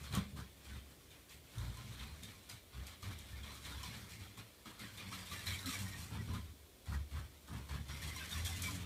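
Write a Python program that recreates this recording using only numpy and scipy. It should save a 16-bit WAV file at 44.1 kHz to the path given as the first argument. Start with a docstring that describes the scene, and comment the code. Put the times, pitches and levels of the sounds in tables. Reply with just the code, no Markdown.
"""A low drumming comes first: the tyre lugs of a small toy car, striking a hollow wooden floor in a quiet room.
The car drives in short pushes and rolls on between them; the boards hum and rumble under its wheels.
Plastic gears rattle and sing in the shell, made from tooth impacts, noise and short gliding tones.
Clicks as gear play is taken up, and a knock on the boards, are short decaying rings with a brief room answer.
Microphone hiss and room tone, made from coloured noise, lie under all."""
import sys
import numpy as np
from scipy import signal
from scipy.io import wavfile
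from scipy.ndimage import uniform_filter1d

SR = 44100
rng = np.random.default_rng(int(sys.argv[2]) if len(sys.argv) > 2 else 0)


def master(y):
    """Save y as 16-bit WAV."""
    cut = np.clip(np.atleast_2d(y).T, -1, 1)
    pcm = np.round(cut * 32767)  # scale
    wavfile.write(sys.argv[1], SR, pcm.astype(np.int16))


def level_to_linear(level):
    """Convert decibel levels to linear amplitude factors, elementwise."""
    exponent = np.asarray(level, float) / 20
    return 10 ** exponent


N = 390285

# ring of the plastic shell, relative spectrum: f/Hz, level/dB per Hz
SHELL_SPECTRUM = [(1030, -37.5), (1750, -2.5), (2110, 1.5), (2330, 2), (2480, -0.5), (2700, -4), (2930, -2),
                  (3160, 0.5), (4010, 2.5), (4460, -4), (5100, -10.5), (6630, -20), (11200, -120)]
# bright fizz of the gears, relative spectrum: f/Hz, level/dB per Hz
FIZZ_SPECTRUM = [(2820, -36.5), (4800, -4.5), (5040, -5), (5670, -1), (6530, 0), (8530, -0.5), (10700, -5),
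                 (11900, -5), (13400, -6.5), (14700, -6), (15400, -51.5)]
# the car rolls on between pushes: t/s, lug rate f/Hz, coasting gears level/dB, coasting tyres level/dB
ROLLING_CAR = [(0.0, 73.4, -58.5, -55.5), (0.45, 67.7, -69.5, -66), (0.8, 69.7, -66.5, -65.5),
               (1.4, 75.6, -71, -71), (1.6, 58.1, -61.5, -64), (1.72, 58.45, -62.5, -62),
               (2.02, 65, -59.5, -55.5), (2.09, 74.9, -61.5, -60), (2.24, 80.8, -63.5, -61.5),
               (2.44, 104.8, -64, -67.5), (2.65, 75, -70, -84), (2.8, 63.6, -66, -59),
               (3.05, 93.5, -67.5, -69), (3.11, 93.2, -80, -63), (3.2, 70.5, -62.5, -59),
               (3.33, 64.7, -62, -65), (3.5, 72.1, -60.5, -62.5), (3.72, 67.6, -58.5, -57.5),
               (3.97, 70.55, -56.5, -58.5), (4.2, 94, -65.5, -59.5), (4.55, 108, -68, -77),
               (5.1, 94, -57.5, -57), (5.32, 84.5, -56, -61), (5.5, 96.5, -53, -53.5), (5.62, 94, -55, -56),
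               (5.9, 96.8, -54, -54), (5.98, 84.1, -54, -53.5), (6.16, 75.5, -61.5, -61),
               (6.3, 77.1, -62.5, -56.5), (6.38, 80.8, -60.5, -67), (6.48, 72, -67.5, -72),
               (6.7, 69.3, -72, -83.5), (7.4, 70.7, -69, -72), (7.95, 69.8, -62, -60),
               (8.06, 76.2, -57.5, -54), (8.33, 77.84, -54, -54.5), (8.55, 90.3, -52, -54.5),
               (8.85, 87.6, -56.5, -50.5)]


def evened(x):
    """Scales to rms 1."""
    return x / np.sqrt(np.mean(x ** 2) + 1e-20)


def read(points, hz):
    """Reads a spectrum on a log-frequency axis."""
    f, value = np.transpose(points)
    return np.interp(np.log(hz + 1), np.log(f + 1), value)


def curves(rows):
    """Joins table rows into one curve a column."""
    s, *columns = np.transpose(rows)
    return [np.interp(np.arange(N) / SR, s, c) for c in columns]


def coloured(x, spectrum):
    """Causal minimum-phase filter with the given spectrum, output at rms 1."""
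    size = 8192
    hz = abs(np.fft.fftfreq(size, 1 / SR))
    log_gain = np.log(level_to_linear(np.maximum(read(spectrum, hz), -100)))
    taps = np.fft.ifft(np.exp(np.conj(signal.hilbert(log_gain)))).real[:size // 2]
    return evened(signal.oaconvolve(x, taps)[:N])


def resonate(x, hz, width):
    """Shifts hz down to zero, smooths, and shifts back: a resonance of gain 1."""
    turn = np.exp(2j * np.pi * np.cumsum(hz * np.ones(len(x))) / SR)
    r = np.exp(-np.pi * width / SR)
    return 2 * (turn * signal.lfilter([1 - r], [1, -r], x / turn)).real


def drift(seconds):
    """Chance wandering: noise smoothed twice over the given time, rms 1."""
    size = max(round(seconds * SR), 1)
    return evened(uniform_filter1d(uniform_filter1d(rng.standard_normal(N), size), size))


def effort(rows, db, coast_db, rise_s, swell_db, fall_db_per_s, added_swell_db=0):
    """Gain of one layer: every event rises, swells (or sags) while it holds and falls, over the coasting level."""
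    start, on = np.transpose(rows)[:2, :, None]
    grid_s = np.arange(0, N / SR, .001)
    t = grid_s - start
    level_db = db[:, None] + (swell_db + added_swell_db) * (np.clip(t / on, 0, 1) - .5)
    level_db = level_db - fall_db_per_s * np.maximum(t - on, 0)
    power = (np.clip(t / rise_s, 0, 1) * level_to_linear(level_db)) ** 2
    return np.sqrt(np.interp(np.arange(N) / SR, grid_s, power.sum(0)) + level_to_linear(coast_db) ** 2)


def hiss():
    """Steady noise of the room tone and the microphone."""
    # relative spectrum: f/Hz, level/dB per Hz
    hiss_spectrum = [(20, -71), (45, 2.5), (75, 0.5), (150, -11), (300, -8), (550, -11.5), (900, -20.5),
                     (1800, -27), (3400, -20.5), (5400, -24.5), (15400, -24)]
    return level_to_linear(-62.5) * coloured(rng.standard_normal(N), hiss_spectrum)


def room(x):
    """Sparse reflections of random sign, each band dying at its own speed."""
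    # reverberation of the room: f/Hz, t60/s
    decay_times = [(100, 0.31), (1000, 0.39), (4000, 0.17), (12000, 0.11)]
    taps = np.zeros(SR // 2)
    at = np.arange(150, len(taps) - 20, 20)
    taps[at + rng.integers(0, 20, len(at))] = rng.choice([-1., 1.], len(at))
    hz, t, z = signal.stft(taps, SR, nperseg=256)
    t60 = np.clip(read(decay_times, hz), .05, 1)[:, None]
    tail = signal.istft(z * level_to_linear(-60 * t / t60), SR, nperseg=256)[1]
    return signal.fftconvolve(x, tail / np.linalg.norm(tail))[:N]


def knock():
    """A wheel knocks once on the boards, a dull blow that rings their modes."""
    # board modes: f/Hz, level/dB, t60/s
    knock_modes = [(113, -4, 0.18), (199.4, 3.5, 0.098), (244, -36, 0.064), (443, -9, 0.018)]
    t = np.maximum(np.arange(N) / SR - .1735, 0)
    ring = sum(level_to_linear(db - 60 * t / t60) * np.sin(2 * np.pi * hz * t) for hz, db, t60 in knock_modes)
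    return level_to_linear(-32) * ring


def sings():
    """Gears or boards sing at one resonance: a rough, wavering tone swells, sags a little in pitch and fades."""
    # brief tones: t/s, length t/s, middle f/Hz, level/dB
    tones = [(0.139, 0.05, 1125, -51), (2.21, 0.094, 3700, -61.5), (3.321, 0.049, 1770, -58),
             (3.704, 0.042, 1430, -58), (3.81, 0.079, 1002, -59), (3.879, 0.063, 2220, -62),
             (5.114, 0.034, 1083, -52.5), (5.353, 0.073, 1760, -56), (5.524, 0.044, 3200, -49),
             (5.699, 0.071, 1158, -56), (5.71, 0.085, 2310, -52), (5.855, 0.06, 1874, -61),
             (5.9, 0.086, 1864, -55), (5.785, 0.12, 1030, -68), (6.285, 0.063, 1010, -61),
             (6.9, 0.054, 988, -60), (6.94, 0.045, 1693, -63), (3.08, 0.096, 204, -58),
             (0.17, 0.07, 195, -51), (3.711, 0.038, 3750, -57), (3.826, 0.026, 3050, -55),
             (3.823, 0.03, 5400, -57), (8.18, 0.082, 1570, -55), (7.135, 0.05, 1195, -68),
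             (6.175, 0.056, 1940, -56), (6.328, 0.062, 1234, -58.5), (8.134, 0.057, 5660, -59.5),
             (8.303, 0.049, 3690, -49), (8.456, 0.043, 3240, -51.5), (8.476, 0.16, 2030, -57),
             (8.631, 0.072, 2310, -45), (8.66, 0.067, 1031, -54.5), (0.69, 0.06, 1520, -63),
             (1.083, 0.067, 3560, -66.5), (5.637, 0.039, 1302, -54), (5.64, 0.08, 262, -48),
             (6.006, 0.056, 4053, -60.5), (6.91, 0.073, 1495, -67), (8.163, 0.041, 4000, -53),
             (8.67, 0.13, 283, -53.5), (6.921, 0.046, 1890, -56), (7.13, 0.066, 1960, -76),
             (8.154, 0.045, 2100, -53), (8.348, 0.0589, 5660, -61), (8.363, 0.044, 1755, -59),
             (8.45, 0.043, 5804, -59)]
    out, waver, flutter = np.zeros(N), drift(0.013), drift(0.0049)
    for s, length, hz, db in tones:
        at = round(s * SR) + np.arange(round(length * SR))
        sag = np.linspace(.015, -.015, len(at))
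        tone = np.sin(2 * np.pi * np.cumsum(hz * (1 + sag + 0.009 * waver[at])) / SR)
        out[at] += level_to_linear(db + 3.5 * flutter[at]) * np.sqrt(2) * tone * np.hanning(len(at))
    return out


def clicks():
    """A short snap with one ring of its own and two shared rings, and a short rattle that builds more slowly."""
    # gear play taken up, and knocks: t/s, strike level/dB, own ring f/Hz, fizz level/dB against it, rise t/ms
    strikes = [(0.108, -48, 3440, -8, 1.5), (0.126, -32.5, 4040, -15, .8), (0.15, -28.5, 3200, -5, 1.6),
               (0.174, -35.5, 1130, -29, 3), (0.359, -37, 1050, -19, 5.9), (1.292, -40, 4730, -12, 7),
               (1.582, -37, 3680, -8, 2), (1.77, -37, 1040, -10, 3), (1.994, -31, 3630, -15, 7),
               (2.233, -37, 3560, -5, 1.2), (2.496, -33.5, 4830, -8, 2), (2.867, -37.5, 4820, -4.5, 2.16),
               (3.028, -35, 1214, -16, 1.63), (3.187, -43.5, 3670, 1, 2.8), (3.432, -35, 3250, -11, 5),
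               (3.551, -38, 1230, -7, 3.7), (3.649, -29, 3600, -12, 7), (3.83, -34.5, 1050, -4, 4.64),
               (4.373, -34, 1089, -19, 6.8), (4.657, -34.5, 1260, -18, 1.98), (4.792, -38.5, 1286, -4, 4.1),
               (4.973, -32, 3555, -10, 5.1), (5.126, -27, 1270, -16, 4.4), (5.314, -28, 1167, -17, 4),
               (5.468, -23.5, 4100, -20, 3.65), (5.658, -28.5, 4100, -14, 1.2),
               (5.689, -27, 1260, -16, 3.6), (5.788, -35, 5400, 0, 6), (6.333, -29, 1020, -10, 7.4),
               (7.887, -33.5, 3426, -20, 4), (8.018, -29, 1830, -9, 6.6), (8.075, -31.5, 3300, -11, 4.2),
               (8.161, -30, 1060, -7.5, 4.2), (8.289, -41, 3190, -14, 3.9), (8.312, -35, 3750, -3, 3.74),
               (8.448, -27, 3490, -3.5, 4.96), (8.57, -46, 4778, -8, 3.15), (8.62, -37.5, 4080, 7, 2.2),
               (8.748, -46, 5600, -1, 4)]
    # every click also rings these: f/Hz, level/dB, t60/s
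    crack_modes = [(3270, -10.5, 0.012), (4165, -18.5, 0.036)]
    out, t = np.zeros(N + SR), np.arange(SR // 4) / SR
    bright = coloured(rng.standard_normal(N), FIZZ_SPECTRUM)
    dull = coloured(rng.standard_normal(N), SHELL_SPECTRUM)
    for s, db, hz, fizz_db, rise_ms in strikes:
        at = round(s * SR) + np.arange(len(t))
        ring = level_to_linear(-12.0 - 60 * t / 0.045) * np.sin(2 * np.pi * hz * t)
        ring += sum(level_to_linear(d - 60 * t / t60) * np.sin(2 * np.pi * f * t) for f, d, t60 in crack_modes)
        snap = level_to_linear(fizz_db + 0.5 - 60 * t / 0.014) * bright[at % N]
        rattle = level_to_linear(-21.0) * dull[at % N] + level_to_linear(fizz_db - 15.0) * bright[at % N]
        rattle = level_to_linear(-60 * t / 0.17) * rattle
        attack = np.minimum(t * 1000 / rise_ms, 1)
        out[at] += level_to_linear(db) * ((ring + snap) * attack + rattle * np.minimum(t / 0.014, 1))
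    return out[:N]


def tyres():
    """Lugs strike the boards nearly evenly; the boards answer with a hum, its overtones and their own modes."""
    # the tyres bite and shake the boards: start t/s, grip t/s, drumming level/dB,
    # upper rumble level/dB, wheel hop at twice the lug rate level/dB
    grips = [(0, 0.14, -49, -62, -58), (0.1, 0.1, -45, -46, -45.5), (0.309, 0.11, -50, -51, -51),
             (0.65, 0.13, -48, -58.5, -66), (1.31, 0.078, -63, -65, -66), (1.549, 0.15, -44, -53, -44),
             (1.76, 0.16, -58, -57.5, -55), (1.99, 0.1, -47, -65, -58), (2.21, 0.084, -60, -57, -68),
             (2.49, 0.057, -60, -58, -64), (2.73, 0.088, -46, -58, -56), (2.93, 0.033, -73, -62, -80),
             (3.02, 0.09, -42.5, -55.5, -68), (3.29, 0.13, -49, -62.5, -77), (3.42, 0.064, -55, -57.5, -65),
             (3.64, 0.12, -46, -64, -68), (3.84, 0.14, -61, -54.5, -74), (4.19, 0.034, -52, -59, -68),
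             (4.36, 0.024, -52.5, -50.5, -63), (4.65, 0.03, -76, -53.5, -57.5),
             (4.79, 0.061, -75, -53.5, -53.5), (5.031, 0.18, -54, -62, -57.5), (5.3, 0.026, -46, -51, -63),
             (5.46, 0.08, -41.5, -66, -71), (5.64, 0.076, -45, -50, -54), (5.78, 0.08, -45, -54, -49.5),
             (5.97, 0.067, -45.5, -59, -56), (6.1, 0.11, -47, -46, -56), (6.26, 0.12, -42, -45, -53.5),
             (6.41, 0.047, -46.5, -74, -70), (6.5, 0.036, -54, -61, -75), (6.863, 0.12, -38, -51.5, -51),
             (7.11, 0.096, -40.5, -55.5, -51.5), (7.481, 0.11, -45.5, -47.5, -57),
             (7.689, 0.12, -42.5, -52.5, -49.5), (7.87, 0.084, -47.5, -53.5, -51.5),
             (8.01, 0.079, -45.5, -59, -52), (8.329, 0.12, -42, -58, -66), (8.48, 0.051, -38, -61, -64),
             (8.61, 0.1, -44.5, -50.5, -60), (8.7, 0.079, -53, -61, -59)]
    # rumble of the boards, relative spectrum: f/Hz, level/dB per Hz
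    board_spectrum = [(71, -21.5), (120, 2.5), (135, 2.5), (195, -4), (221, -4), (275, -7), (313, -33),
                      (350, -27), (460, -33), (770, -120)]
    # board resonances: f/Hz, width f/Hz of the first of two passes (the second is twice as wide), level/dB
    board_modes = [(108, 16, 2.5), (156.6, 34, -1), (208.3, 16.8, -1.5), (280, 37, -11.5), (398, 42, -14)]
    lug_hz, _, coast_db = curves(ROLLING_CAR)
    drum_db, rumble_db, hop_db = np.transpose(grips)[2:]
    angle = 2 * np.pi * np.cumsum(lug_hz * (1 + 0.02853 * drift(0.0191))) / SR

    # uneven boards shake the wheels
    loose = evened(resonate(resonate(rng.standard_normal(N), 85.3, 32), 51.0, 61))
    drum = level_to_linear(-0.5 + 1.3 * drift(0.056)) * np.sin(angle) + level_to_linear(-8.0) * loose
    drum = drum * effort(grips, drum_db, coast_db, rise_s=0.029, swell_db=0., fall_db_per_s=143)

    hops = level_to_linear(1.4 * drift(0.14)) * np.sin(2 * angle)
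    hops = hops * effort(grips, hop_db, coast_db - 6.5, rise_s=0.025, swell_db=0., fall_db_per_s=430)

    bumps = rng.standard_normal(N)
    modes = sum(level_to_linear(db) * evened(resonate(resonate(bumps, f, w), f, 2 * w)) for f, w, db in board_modes)
    rumble = level_to_linear(-6.5) * coloured(bumps, board_spectrum) + level_to_linear(-2) * evened(modes)
    rumble = rumble + level_to_linear(-13.0 + 3.9 * drift(0.057)) * np.sin(3 * angle)
    rumble = rumble * level_to_linear(1.1 * drift(0.029))
    rumble = rumble * effort(grips, rumble_db, coast_db - 1.5, rise_s=0.037, swell_db=0.75, fall_db_per_s=276)
    return drum + hops + rumble


def teeth(per_s, spread_db):
    """Tooth impacts of uneven size and random sign at chance moments, rms 1."""
    size = level_to_linear(spread_db * np.minimum(rng.exponential(1, N), 5)) * rng.choice([-1., 1.], N)
    return evened(size * (rng.random(N) < per_s / SR))


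def tonal_grain(per_s, long_s, glide):
    """Short gliding tones at chance moments, scattered in pitch, give the rattle a tonal grain."""
    out = np.zeros(N)
    for hz in np.linspace(350, 6200, num=60):
        t = np.arange(round(long_s * rng.uniform(0.54, 1.97) * SR)) / SR
        bend = 1 + glide * rng.standard_normal() * t / t[-1]
        tone = np.sin(2 * np.pi * np.cumsum(hz * rng.uniform(1.0, 1.03) * bend) / SR) * np.hanning(len(t))
        starts = (rng.random(N) < per_s / SR) * level_to_linear(3 * np.minimum(rng.exponential(1, N), 2))
        out += signal.oaconvolve(starts, tone)[:N]
    return evened(out)


def patchy(x, patchy_db, wide_hz, long_s):
    """Random patches in time and pitch make the gear noise uneven."""
    hz, t, z = signal.stft(x, SR, nperseg=512, noverlap=384)
    field = rng.standard_normal(z.shape)
    for axis, size in enumerate([wide_hz / hz[1], long_s / (t[1] - t[0])]):
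        kernel = np.exp(-(np.arange(-40, 41) / size) ** 2)
        field = signal.oaconvolve(field, np.expand_dims(kernel, 1 - axis), "same")
    gain = level_to_linear(patchy_db * evened(field))
    return signal.istft(z * evened(gain), SR, nperseg=512, noverlap=384)[1][:N]


def gears():
    """Tooth impacts and brush noise, with a tonal grain, ring the shell in a low, a rattling and a fizzing band."""
    # the motors push in short pulses: start t/s, power on t/s, gear rattle level/dB,
    # strain (low shell against the rattle) level/dB, fizz against the rattle level/dB
    pushes = [(0.029, 0.036, -55, -6.5, -5.5), (0.105, 0.012, -56.5, 0.5, -9), (0.127, 0.049, -50.5, 1, -9),
              (0.359, 0.036, -58, 1, -5), (0.645, 0.13, -59, -5, -9.5), (1.1, 0.049, -63, -11, -8),
              (1.29, 0.06, -61.5, -14, -4), (1.545, 0.13, -64.5, 3.5, -5), (1.77, 0.041, -59.5, -4, -10.5),
              (1.99, 0.1, -60.5, -2, -16), (2.22, 0.07, -58.5, -9, -6), (2.488, 0.051, -59.5, -4.5, -0.5),
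              (2.724, 0.12, -62.5, -0.5, -10), (2.86, 0.071, -61.5, -3, -6),
              (3.02, 0.11, -55.5, -4.5, -6.5), (3.18, 0.05, -63, -18, -13), (3.29, 0.1, -63, -3.5, -18),
              (3.43, 0.092, -59, -4, -18), (3.639, 0.087, -56.5, -3, -6), (3.83, 0.1, -53, -11, -11),
              (4.09, 0.07, -58.5, -9, -5.5), (4.19, 0.076, -59, -7, -5.5), (4.37, 0.027, -57.5, -1.5, -4),
              (4.65, 0.06, -59, -1.5, -6), (4.79, 0.058, -53.5, -6.5, -10), (4.97, 0.092, -54, -6, -19),
              (5.11, 0.083, -51.5, -7.5, -7.5), (5.249, 0.023, -54.5, -18, -4),
              (5.31, 0.064, -52, -10.5, -6), (5.459, 0.084, -47.5, -12, -6.5), (5.585, 0.023, -62, -14, 6),
              (5.657, 0.095, -47.5, -12.5, -3), (5.8, 0.086, -62, -18, 5), (5.98, 0.081, -65, -17, 4),
              (6.1, 0.08, -57.5, 1, -14), (6.275, 0.092, -59.5, 0, -17), (6.855, 0.1, -59.5, 0.5, -5),
              (6.91, 0.04, -68.5, 5, -4), (7.105, 0.1, -59, -2.5, -8), (7.134, 0.068, -63.5, 3, -6),
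              (7.473, 0.11, -60.5, 3, -5), (7.683, 0.084, -55, -2, -8), (7.88, 0.098, -54, -5, -8),
              (8.019, 0.078, -54, -6, -5), (8.17, 0.048, -51, -12, -12), (8.29, 0.087, -51.5, -7.5, -2.5),
              (8.449, 0.06, -53.5, -4.5, 2), (8.56, 0.014, -60, -7, 6), (8.62, 0.084, -50.5, -9, 0),
              (8.74, 0.02, -57, -4, 2.5)]
    # as the car turns, other sides of its gearbox face the listener:
    # t/s, high rasp level/dB, upper rattle level/dB, both against the rattle
    facing = [(0, -33, -12), (1, -33, -8.5), (2, -25, -18), (3, -23, -20), (4, -21, -11.5),
              (4.9, -27, -9.5), (5.5, -19, 0.5), (6, -18, -3), (6.5, -25, -14), (7.3, -23, -10),
              (7.7, -25, -12), (8, -15, -10), (8.2, -20, -9), (8.5, -25, -12), (8.85, -25, -13)]
    # low ring of the shell, relative spectrum: f/Hz, level/dB per Hz
    low_spectrum = [(180, -25.5), (300, -3), (318, -7.5), (395, -11), (488, -9), (799, -7.5), (1080, -2),
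                    (1700, -7), (2210, -20), (3740, -120)]
    gear_db, strain_db, fizz_db = np.transpose(pushes)[2:]
    coast_db = curves(ROLLING_CAR)[1]
    stall_db = 1.5 * np.exp(0.46 * strain_db)[:, None]  # a strained gear train swells more

    # one random wobble in loudness is shared by the tooth impacts and noise
    wobble = level_to_linear(0.97 * drift(0.029) + 0.099 * drift(0.0052))
    drive = (teeth(1900, 1.64) + 0.93 * rng.standard_normal(N)) * wobble
    grain_fade_db = .55 * np.minimum(coast_db + 56, 0)  # the grain fades where the coasting gears are below -56 dB
    meshing = drive + level_to_linear(-11 + grain_fade_db) * tonal_grain(4.2, 0.0414, 0.0284)

    rasp = evened(resonate(resonate(meshing, 5700, 330), 5700, 330))
    upper = evened(resonate(resonate(meshing, 3860, 620), 3860, 620))
    rasp_db, upper_db = curves(facing)
    sides = level_to_linear(rasp_db + 3.5 * drift(0.027)) * rasp + level_to_linear(upper_db + 1.5 * drift(0.01)) * upper

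    rattle_gain = effort(pushes, gear_db, coast_db, 0.013, 0., 160, stall_db)
    low_gain = effort(pushes, gear_db + strain_db, coast_db - 6.5, 0.014, 0.36, 244, stall_db)
    fizz_gain = effort(pushes, gear_db + fizz_db, coast_db - 4.5, 0.0043, -0.77, 300, stall_db)
    shell = rattle_gain * (coloured(meshing, SHELL_SPECTRUM) + sides)
    shell = shell + low_gain * coloured(meshing, low_spectrum)

    fizz = coloured(0.21 * drive + 1.3 * meshing + level_to_linear(-14.5) * teeth(60, 3.3), FIZZ_SPECTRUM)
    fizz = fizz_gain * level_to_linear(0.7 * drift(0.012)) * patchy(fizz, 1.15, 580, 0.015)
    return patchy(shell, 2.8, 61, 0.021) + fizz


def scene():
    """The car, the room's answer to its sharp sounds, and the hiss."""
    sharp = clicks() + knock()
    return (hiss() + level_to_linear(-7.0) * room(sharp) + sharp + sings() + tyres() + gears())[None]


def top_cut(x):
    """Nothing passes above the cut-off."""
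    return signal.sosfilt(signal.butter(12, 15850, fs=SR, output="sos"), x)


def record(dry):
    """The microphone cuts the deepest bass below 38 Hz and the top above 15600 Hz."""
    cut = signal.sosfilt(signal.butter(4, 38, "high", fs=SR, output="sos"), dry)
    edge = signal.firwin(511, 15600, window=("kaiser", 9), fs=SR)
    finished = signal.oaconvolve(cut, edge[None], "same")
    return top_cut(finished)


dry = scene()
out = record(dry)
master(out)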